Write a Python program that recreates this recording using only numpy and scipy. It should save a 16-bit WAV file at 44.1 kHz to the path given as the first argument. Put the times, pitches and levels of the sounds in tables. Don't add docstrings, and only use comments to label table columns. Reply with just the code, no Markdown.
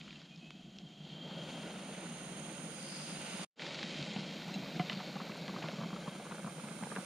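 import sys
import numpy as np
from scipy import signal
from scipy.fft import rfft, irfft, next_fast_len
from scipy.io import wavfile

SR = 44100
rng = np.random.default_rng(int(sys.argv[2]) if len(sys.argv) > 2 else 0)


def wav_out(sig):
    wavfile.write(sys.argv[1], SR, np.round(np.clip(np.atleast_2d(sig).T, -1, 1) * 32767).astype(np.int16))


N = 310905


def from_db(db):
    return 10 ** (np.asarray(db) / 20)


def rms_one(x):
    return x / np.sqrt(np.mean(x ** 2) + 1e-20)


def in_time(rows):
    s, *columns = np.transpose(rows)
    return [np.interp(np.arange(N) / SR, s, c) for c in columns]


def on_bins(points):
    hz, value = np.transpose(points)
    bins = np.fft.rfftfreq(next_fast_len(N), 1 / SR)
    return np.interp(np.log(bins + 1), np.log(hz), value)


def colour(x, spectrum):
    size = next_fast_len(N)
    return rms_one(irfft(rfft(x, size) * from_db(on_bins(spectrum)), size)[..., :N])


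# frequency_hz, coherence (-1 to 1)
COHERENCE = [(30, 0.88), (170, 1), (480, 0.92), (800, 0.77), (1100, 0.48), (1900, 0.79), (2400, 0.74),
             (2900, 0.77), (3130, -0.13), (3280, -0.093), (3520, 0.94), (4300, .8), (5000, 0.5),
             (14000, .2)]
# frequency_hz, level_over_left_db
RIGHT_LIFT = [(200, -1.5), (450, -1.8), (1200, 5.5), (2500, 3.5), (3200, 0), (8000, -11)]


def spread(pair):
    size, alike = next_fast_len(N), on_bins(COHERENCE)
    mid, side = rfft(pair, size) * np.sqrt([1 + alike, 1 - alike])
    left = mid + side
    right = (mid - side) * from_db(on_bins(RIGHT_LIFT))
    return irfft([left, right], size)[:, :N]


def drift(corner_hz):
    r = np.exp(-2 * np.pi * corner_hz * 40 / SR)
    noise = rng.standard_normal(N // 40 + 2002)
    slow = signal.lfilter([1], [1, -2 * r, r * r], noise)[2000:]
    return np.interp(np.arange(N) / 40, np.arange(len(slow)), rms_one(slow))


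def resonate(x, hz, width_hz):
    r = np.exp(-np.pi * width_hz / SR)
    zeros = np.array([1, 0, -1]) * (1 - r * r) / 2
    poles = [1, -2 * r * np.cos(2 * np.pi * hz / SR), r * r]
    return signal.lfilter(zeros, poles, x + 1e-18)


def shape(x, modes):
    for hz, width_hz, db in modes:
        x = x + (from_db(db) - 1) * resonate(x, hz, width_hz)
    return x


def ring(t, hz, t60):
    t = np.maximum(t, 0)
    return np.sin(2 * np.pi * hz * t) * from_db(-60 * t / t60)


def add(out, s, sound):
    start = int(s * SR)
    out[..., start:start + sound.shape[-1]] += sound[..., :N - start]


def turbulence(spectrum, flutter_db, flutter_hz):
    return colour(spread(rng.standard_normal((2, N))), spectrum) * from_db(flutter_db * drift(flutter_hz))


def grains(per_s, size_db):
    sizes = from_db(size_db * np.minimum(rng.exponential(1, N), 5))
    return (rng.random(N) < per_s / SR) * sizes * rng.standard_normal((2, N))


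def swells(rows):
    t = np.arange(N) / SR
    return sum(from_db(db) * np.exp(-((t - s) / half_s) ** 2) for s, half_s, db in rows)


# frequency_hz, density_db
BREEZE_COLOUR = [(20, -2), (70, 2), (130, -8.5), (400, -30.5), (1500, -63)]


def breeze():
    level_db = -82.5 + 5.4 * drift(5)
    return from_db(level_db) * colour(rng.standard_normal((2, N)), BREEZE_COLOUR)


# start_s, length_s, pitch_hz, level_db
BIRD_NOTES = [(0.302, 0.054, 2462, -63), (0.402, .094, 2545, -63.5)]
ATTACK_S, RELEASE_T60_S, RISE_HZ_PER_S, WAVER_DB = 0.016, 0.05, 480, 1.5
ECHO_DELAY_S, ECHO_DB = 0.108, -6


def bird():
    out, t = np.zeros(N), np.arange(N) / SR
    for s, length_s, hz, db in BIRD_NOTES:
        pitch = hz + RISE_HZ_PER_S * np.minimum(t, length_s) + 9 * drift(51)
        attack = np.minimum(t / ATTACK_S, 1)
        release = from_db(-60 * np.maximum(t - length_s, 0) / RELEASE_T60_S)
        note = attack * release * np.sqrt(2) * np.sin(2 * np.pi * np.cumsum(pitch) / SR)
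        add(out, s, note * from_db(db + WAVER_DB * drift(45)))
        add(out, s + ECHO_DELAY_S, note * from_db(db + ECHO_DB + WAVER_DB * drift(45)))
    return out


# time_s, level_db
RUSTLE = [(0, -66), (.11, -61.5), (.22, -60), (.3, -71), (.4, -110)]
# frequency_hz, density_db
RUSTLE_COLOUR = [(500, -11), (900, -5), (1500, -2), (3000, 1), (4800, -1.5), (7000, -26), (10000, -43.5)]


def rustle():
    return from_db(in_time(RUSTLE)[0]) * colour(spread(grains(per_s=1500, size_db=0.0)), RUSTLE_COLOUR)


# start_s, level_db, pitch_hz, bandwidth_octaves (scales both edges), rasp_t60_s
TICKS = [(0.012, -44, 3050, 0.48, 0.024), (0.078, -47, 1900, .65, .022), (0.107, -44, 2800, 0.28, 0.016),
         (0.128, -46, 3517, 0.7, .016), (0.157, -46, 2950, 0.25, .025), (0.217, -50, 3300, 0.97, .02),
         (0.36, -49, 4800, 0.2, 0.014), (0.376, -53, 4700, .4, .015), (0.506, -41, 2700, 1.8, 0.007),
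         (0.7859, -41, 4100, 0.48, .009), (3.595, -27.5, 2260, 0.58, 0.026), (3.62, -30, 2300, 1.1, .03),
         (3.665, -31, 3000, .8, .02), (3.745, -29.5, 3600, .9, .025), (3.7883, -30.5, 3135, 0.83, 0.047),
         (3.8295, -26.5, 2750, 1.1, 0.012), (4.0268, -31, 3170, 1.04, 0.029),
         (4.1623, -33, 2200, 0.54, 0.029), (4.796, -29, 1520, 0.35, 0.008),
         (4.8972, -25.5, 3000, 0.83, 0.0052), (4.9207, -32, 2380, 0.92, 0.027),
         (4.93, -31, 3470, .7, 0.011), (5.318, -38, 2500, 0.51, .02), (5.4801, -31.5, 2280, 1.1, 0.013),
         (5.624, -34, 2400, 0.31, .025), (5.6854, -30, 2100, 0.78, 0.012), (6.319, -42, 2400, .35, .025),
         (6.686, -42, 2100, 0.43, .015), (6.8368, -35, 2100, 0.42, .012), (6.955, -39.5, 2500, 0.81, .012),
         (6.962, -37, 2100, 0.38, .006)]


def ticks():
    out, t = np.zeros(N), np.arange(SR // 20) / SR
    for s, db, hz, octaves, t60 in TICKS:
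        edges = hz * 2 ** (octaves * np.array([-1.3, 0.9]))
        crack = t == 0
        rasp = 0.35 * rng.standard_normal(len(t)) * from_db(-60 * t / t60)
        burst = signal.sosfilt(signal.butter(2, edges, "band", fs=SR, output="sos"), crack + rasp)
        add(out, s, from_db(db + 18.0) * burst / np.linalg.norm(burst))
    return signal.sosfilt(signal.butter(4, 4700, fs=SR, output="sos"), out)


# start_s, level_db
SPITS = [(3.746, -42), (3.968, -43), (4.481, -43), (5.372, -42.5), (6.353, -38)]


def spits():
    out, t = np.zeros(N), np.arange(SR // 20) / SR
    t60_s, band_hz = 0.021, [2300, 7100]
    for s, db in SPITS:
        add(out, s, from_db(db - 60 * t / t60_s) * rng.standard_normal(len(t)))
    return signal.sosfilt(signal.butter(2, band_hz, "band", fs=SR, output="sos"), out)


# frequency_hz, level_db, t60_s
GRIPPER_MODES = [(2708, 2, 0.066), (4011, 2.5, 0.1), (5286, -12, .09), (6500, -9.5, 0.089),
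                 (7400, -14, .08)]
CLINK_S, CLINK_DB = 4.541, -38
# frequency_hz, level_db, t60_s
LID_MODES = [(175, 4.5, 0.072), (340, -6.5, 0.05), (467, -9, 0.035), (590, -12, 0.02), (722, -3.5, 0.12),
             (1060, -11, 0.06), (1190, -6.5, 0.025), (1720, -5, 0.016), (2032, -9, 0.058),
             (2280, -7.5, 0.017), (2900, -14, 0.08), (3140, -15, 0.08), (3540, -12, 0.03),
             (4100, -12, 0.014)]
# start_s, level_db, contact_low_hz, contact_high_hz
KNOCKS = [(4.7958, -21, 40, 3000), (4.8972, -22.5, 1410, 7000), (4.93, -30, 2500, 7000),
          (5.001, -33, 800, 3000), (5.48, -33, 1100, 6000), (5.6852, -36, 500, 4000)]


def lid():
    out, t = np.zeros(N), np.arange(SR // 3) / SR
    clink = sum(from_db(CLINK_DB + db) * ring(t, hz, t60) for hz, db, t60 in GRIPPER_MODES)
    add(out, CLINK_S, clink)
    body = sum((-1) ** k * from_db(db) * ring(t, hz, t60) for k, (hz, db, t60) in enumerate(LID_MODES))
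    for s, db, low_hz, high_hz in KNOCKS:
        contact = signal.butter(2, [low_hz, high_hz], "band", fs=SR, output="sos")
        add(out, s, from_db(db) * signal.sosfilt(contact, body))
    return out


# time_s, level_db
STEAM = [(4.7, -85), (4.9, -53), (5.05, -55), (5.25, -66), (5.42, -52), (5.6, -58), (5.85, -61), (6.2, -72),
         (6.6, -85)]
# frequency_hz, density_db
STEAM_COLOUR = [(2800, -35), (3400, -14), (3600, -2), (4150, -1), (4350, -2.5), (4600, 3.5), (4720, -2),
                (4850, -27), (8000, -45)]


def steam():
    return from_db(in_time(STEAM)[0]) * turbulence(STEAM_COLOUR, flutter_db=2.0, flutter_hz=25)


# time_s, sizzle_db, small_bubbles_db, rumble_db
BOIL = [(3.5, -81.5, -84.5, -83), (3.6, -47, -63, -55), (3.95, -46, -64, -44), (4.6, -50.5, -52, -43.5),
        (4.95, -48, -51, -45.5), (5.2, -52.5, -55.5, -48), (5.7, -51.5, -53.5, -43),
        (6.2, -61.5, -59.5, -51.5), (7.05, -65, -56.5, -50.5)]


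def simmer(count=16):
    clicks, dealt = grains(per_s=330, size_db=0.5), rng.integers(0, count, N)
    pitches = np.geomspace(310, 1600, count)
    rings = sum(resonate(clicks * (dealt == k), hz, hz / 9) for k, hz in enumerate(pitches))
    return from_db(in_time(BOIL)[1] + 1.5) * rms_one(spread(rings))


# frequency_hz, density_db
SIZZLE_COLOUR = [(80, -49), (600, 6), (1200, -20.5), (1550, -6), (1850, -1), (2200, 3.5), (2900, 0),
                 (3900, 1.5), (4600, 0), (4850, -4), (5250, -5), (5700, -9), (7200, -14), (8100, -21),
                 (11200, -29), (16000, -58)]
# frequency_hz, density_db
ROAR_COLOUR = [(20, -49), (55, -29), (90, -22), (116, -28.5), (132, -13.5), (150, -0.5), (175, 0),
               (210, -1), (250, -8.5), (330, -10.5), (400, -21.5), (560, -25.5), (730, -18), (1050, -60.5)]


def sizzle():
    sizzle_db, _, rumble_db = in_time(BOIL)
    collapses = from_db(sizzle_db + 3.0) * colour(spread(grains(per_s=7000, size_db=0.2)), SIZZLE_COLOUR)
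    return collapses + from_db(rumble_db) * turbulence(ROAR_COLOUR, flutter_db=3.0, flutter_hz=14.0)


def lesser_plops():
    per_s, level_spread_db = 9, 1
    slots = np.arange(5.15, N / SR - 1 / per_s, 1 / per_s)
    rows = []
    for s in slots:
        start_s = s + rng.random() / per_s
        pop_db, thump_db = rng.normal(-38, level_spread_db), rng.normal(-47, level_spread_db)
        rows.append((start_s, pop_db, thump_db, 1010 * 2 ** rng.uniform(-0.59, 0.35)))
    return rows


# start_s, pop_db, thump_db, starting_pitch_hz
BIG_PLOPS = [(4.162, -35, -26.5, 690), (4.187, -41, -27, 873), (4.478, -37, -34, 800),
             (4.56, -36, -33, 724.6), (4.932, -47, -31, 785), (4.969, -45.5, -29, 710),
             (5.004, -34, -49, 890), (5.156, -35, -36, 790), (5.161, -37, -40, 784),
             (5.202, -31, -41, 1070), (5.214, -36, -34, 1240), (5.295, -37, -32, 1070),
             (5.484, -38, -33, 1210), (5.494, -33, -37, 1090), (5.539, -33, -34, 880),
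             (5.5625, -31, -37, 1150), (5.586, -33.5, -44, 746), (5.622, -32, -54, 800),
             (5.6405, -32, -28, 1090), (5.659, -37, -36, 1050), (5.6855, -30, -39, 600),
             (5.735, -47, -32, 900), (5.785, -38, -29, 1100), (5.805, -35, -46, 900),
             (5.813, -33, -29.5, 1130), (5.835, -33, -43, 1100), (5.9295, -32, -31.5, 1100),
             (5.962, -33, -45, 1250), (6.069, -41, -56, 602), (6.074, -35, -48, 1230),
             (6.078, -32, -28, 1020), (6.152, -39, -40, 850), (6.198, -35, -33, 700),
             (6.255, -42, -41, 1032), (6.266, -34, -38, 1150), (6.312, -32.5, -39, 1060),
             (6.3215, -29.5, -34, 1350), (6.3825, -36.5, -43, 1390), (6.393, -39, -44, 1400),
             (6.4445, -33.5, -29.5, 990), (6.464, -36, -31, 1230), (6.473, -32, -36, 1010),
             (6.482, -39, -36, 1030), (6.638, -37, -35, 960), (6.653, -40, -42, 1150),
             (6.68, -42, -40, 836), (6.709, -43, -38, 1090), (6.789, -42, -44, 950),
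             (6.811, -38, -33, 1300), (6.8245, -32, -28, 800), (6.834, -36, -35, 900),
             (6.869, -34, -38, 835), (6.9165, -29.5, -46, 1630), (6.922, -34, -40, 1150),
             (6.962, -25, -37, 1580), (6.973, -33, -39, 1450), (6.9835, -33, -30.5, 725),
             (7.009, -42, -46, 1400)]
RING_CYCLES, RISE_PER_S = 22, 7.6
SNAP_HZ, SNAP_T60_S, DROP_HZ = 1300, 0.0028, 1210


def plops(rows, count=3):
    out, t = np.zeros((2, N)), np.arange(SR // 6) / SR
    for s, pop_db, thump_db, hz in rows:
        delay, detune = rng.random((2, count, 1))
        lag_s = 0.00021 * rng.uniform(-1.1, 1)
        at_sides = np.maximum(t - lag_s * np.array([[-0.5], [0.5]]), 0)
        snap = ring(at_sides, SNAP_HZ, SNAP_T60_S)
        blip = ring(at_sides + RISE_PER_S * at_sides ** 2 / 2, hz, RING_CYCLES / hz)
        hollow = ring(t - 0.00297 * rng.random(), 580 * 2 ** (0.364 * rng.standard_normal()), 0.018)
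        drops = ring(t - 0.012 * delay, DROP_HZ * 2 ** (0.89 * (detune - 0.5)), 0.0058).sum(axis=0)
        thump = ring(t, 188 * 2 ** (0.12 * rng.standard_normal()), 0.045)
        pop = 0.7 * snap + blip + 0.77 * hollow + 0.77 * drops
        add(out, s, from_db(pop_db + 0.5) * pop + from_db(thump_db + 6.0) * thump)
    return signal.sosfilt(signal.butter(4, 2100, fs=SR, output="sos"), out)


# time_s, level_db
VALVE = [(1.02, -78), (1.06, -63), (1.2, -64), (1.35, -61), (1.55, -67), (1.9, -86)]
# frequency_hz, density_db
VALVE_COLOUR = [(2000, -33), (2750, 5), (4650, 3), (5100, -31)]


def valve():
    return from_db(in_time(VALVE)[0]) * turbulence(VALVE_COLOUR, flutter_db=0.2, flutter_hz=30)


# frequency_hz, density_db
HISS_COLOUR = [(80, -54), (500, 4), (1500, -3), (2400, -0.5), (2900, 4.5), (3600, 0), (4400, -1),
               (5600, -8.5), (6900, -5.5), (8000, -19), (10500, -20), (11600, -46), (16000, -48)]
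# time_s, hiss_db, resonances_db
JET = [(0, -75, -94), (1.05, -72.5, -69), (1.5, -58.5, -57.5), (2.05, -59.5, -58.5), (3.44, -54.5, -57),
       (4.5, -46.5, -51), (5.5, -50.5, -47), (6, -53.5, -58), (7.05, -50.5, -66)]
# frequency_hz, density_db
JET_COLOUR = [(200, -44), (2000, -5), (5500, -10.5), (6500, -10), (7000, -12), (8100, -10), (9000, 3.5),
              (9700, -5.5), (10700, -13), (11300, -26.5), (12500, -18.5), (16000, -26.5)]
# frequency_hz, width_hz (before widening), level_db
JET_MODES = [(6490, 270, -1.5), (6690, 220, -10.5), (8720, 290, -3), (9300, 206, 4.5)]
# centre_s, half_length_s, peak_db
TUBE_SWELLS = [(1.38, 0.33, -59), (2.7, 0.99, -68.5), (4.08, 0.39, -55), (6, 0.25, -59), (6.7, 0.4, -69)]
TUBE_HZ, TUBE_WIDTH_HZ, TUBE_DB = 3200, 216, -67.5
# centre_s, half_length_s, peak_db
SIDE_SWELLS = [(2.98, 0.21, -51.5), (3.44, 0.16, -56.5), (6.9, 0.99, -69)]


def gas():
    jet_db, ringing_db = in_time(JET)
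    ports = from_db(in_time(FLAME)[1]) * turbulence(HISS_COLOUR, flutter_db=1.03, flutter_hz=42)
    tube = resonate(spread(rng.standard_normal((2, N))), TUBE_HZ, TUBE_WIDTH_HZ)
    tube = rms_one(resonate(tube, TUBE_HZ, TUBE_WIDTH_HZ))
    tube = (from_db(TUBE_DB) + swells(TUBE_SWELLS)) * tube
    ringing = np.zeros((2, N))
    for hz, width, db in JET_MODES:
        mode = resonate(rng.standard_normal((2, N)), hz, 1.3 * width)
        ringing += from_db(db) * resonate(mode, hz, 1.3 * width)
    jet = from_db(jet_db) * colour(rng.standard_normal((2, N)), JET_COLOUR)
    jet = jet + from_db(ringing_db) * rms_one(ringing)
    narrow = rms_one(resonate(resonate(rng.standard_normal(N), 4800, 800), 4820, 1000))
    narrow = swells(SIDE_SWELLS) * narrow
    return ports + tube * from_db([[0], [-3]]) + jet * from_db([[-25], [6]]) + narrow * from_db([[1], [-13]])


# time_s, rush_db, port_hiss_db
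FLAME = [(0, -70, -60), (.2, -77, -63), (.32, -83, -64.5), (.98, -72.5, -64.5), (1.08, -60.5, -62),
         (1.2, -59.5, -64), (1.26, -53.5, -60), (1.52, -51, -54), (2.1, -54, -55.5), (2.75, -53.5, -59.5),
         (3.1, -55, -52.5), (3.44, -50.5, -49.5), (3.68, -44, -52), (3.95, -47, -48.5), (4.4, -48, -56),
         (5.7, -46.5, -54.5), (6.1, -49, -52.5), (6.55, -50.5, -56), (7.05, -50.5, -54)]
# frequency_hz, density_db
RUSH_COLOUR = [(60, -47.5), (200, -11.5), (330, 3), (430, 0), (570, 5), (700, -3.5), (870, -2),
               (1020, -8.5), (1230, -10), (1450, -9.5), (1700, -13), (2300, -11), (5000, -25),
               (12000, -58.5)]
REFERENCE_RUSH_DB, ROAR_DB = -53.5, -48
ROAR_FOLLOWS = 0.28
THROB_DEPTH, THROB_HZ = 0.061, 23


def flame():
    rush_db = in_time(FLAME)[0]
    drive_db = rush_db - REFERENCE_RUSH_DB
    roar_db = ROAR_DB + drive_db * (ROAR_FOLLOWS + THROB_DEPTH * drift(THROB_HZ))
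    roar = from_db(roar_db) * turbulence(ROAR_COLOUR, flutter_db=0.85, flutter_hz=9.2)
    rush = from_db(rush_db + 1.58) * turbulence(RUSH_COLOUR, flutter_db=1.5, flutter_hz=40)
    return roar + rush


# frequency_hz, width_hz, boost_db
GAP_MODES = [(1180, 120, 0.5), (1450, 174, 4), (1650, 86, -2.5), (2200, 1200, 2), (2770, 120, 2),
             (2970, 55, -2), (3160, 160, 2.5), (3370, 110, -3.5), (3624, 290, 3.5), (4090, 290, 3.5),
             (4400, 90, -3), (4550, 150, 3), (5280, 210, 3), (5670, 180, -3.5), (5840, 190, 5),
             (6200, 130, -1.5), (6500, 110, 3.5), (6830, 160, 4), (7060, 180, -5), (7380, 500, 5.5),
             (8500, 180, -2), (8970, 130, -1.5), (9700, 210, -4)]
# frequency_hz, width_hz, boost_db
OPEN_MODES = [(505, 160, 2.5), (1150, 180, 3), (1610, 120, 5), (1840, 180, -11), (2140, 330, 2.5),
              (2830, 200, -4.5), (3730, 140, -7), (3830, 140, 3), (5620, 210, 5), (6530, 250, 3),
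              (6720, 220, -2), (7100, 230, 5.5), (8860, 300, 2), (9680, 460, 6.5)]
# time_s, share (0-1)
LID_LIFT = [(5.0, 0), (5.9, 1)]


def gap(x):
    closed = from_db(-1.0) * shape(x, GAP_MODES)
    return closed + in_time(LID_LIFT)[0] * (shape(closed, OPEN_MODES) - closed)


def scene():
    steady = gap(flame() + gas() + valve() + sizzle()) + simmer() + steam()
    blows = lid() + plops(BIG_PLOPS) + plops(lesser_plops())
    pot = signal.sosfilt(signal.ellip(3, 1, 24, 145, "high", fs=SR, output="sos"), blows)
    return steady + pot + ticks() + spits() + rustle() + bird() + breeze()


# time_s, bass_width (0-1), middle_width (0-1), high_treble_width (0-1)
WIDTH = [(1.25, 0.01, 0, 0.91), (1.5, 0.01, 0.29, 0.7), (2.2, 0.43, 0.96, 0.75), (3.46, 1, 1, 0.86),
         (3.55, 0.01, 0, 0.1), (4.17, 0.01, 0.01, 0.05), (4.4, 0.02, 0, 0.68), (5.83, 0.01, 0, 0.96),
         (6.1, 0.06, 0.4, 1), (6.4, 0.4, 0.61, 1), (7.05, 0.9, 0.91, 1)]
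# time_s, gain
FADE = [(3.443, 1), (3.45, 0.039), (3.47, 0.00095), (3.557, 0.001), (3.58, 0.096), (3.62, 0.53)]


def record(dry):
    left, right = np.roll(dry[0], 2), dry[1]
    size = next_fast_len(N)
    apart = rfft(right - left, size)
    band = np.digitize(np.fft.rfftfreq(size, 1 / SR), [570, 11100])
    right = left + sum(width * irfft(apart * (band == k), size)[:N] for k, width in enumerate(in_time(WIDTH)))
    pair = np.array([left, right]) * in_time(FADE)[0]
    return signal.sosfilt(signal.ellip(10, 0.1, 80, 15400, fs=SR, output="sos"), pair)


dry = scene()
out = record(dry)
wav_out(out)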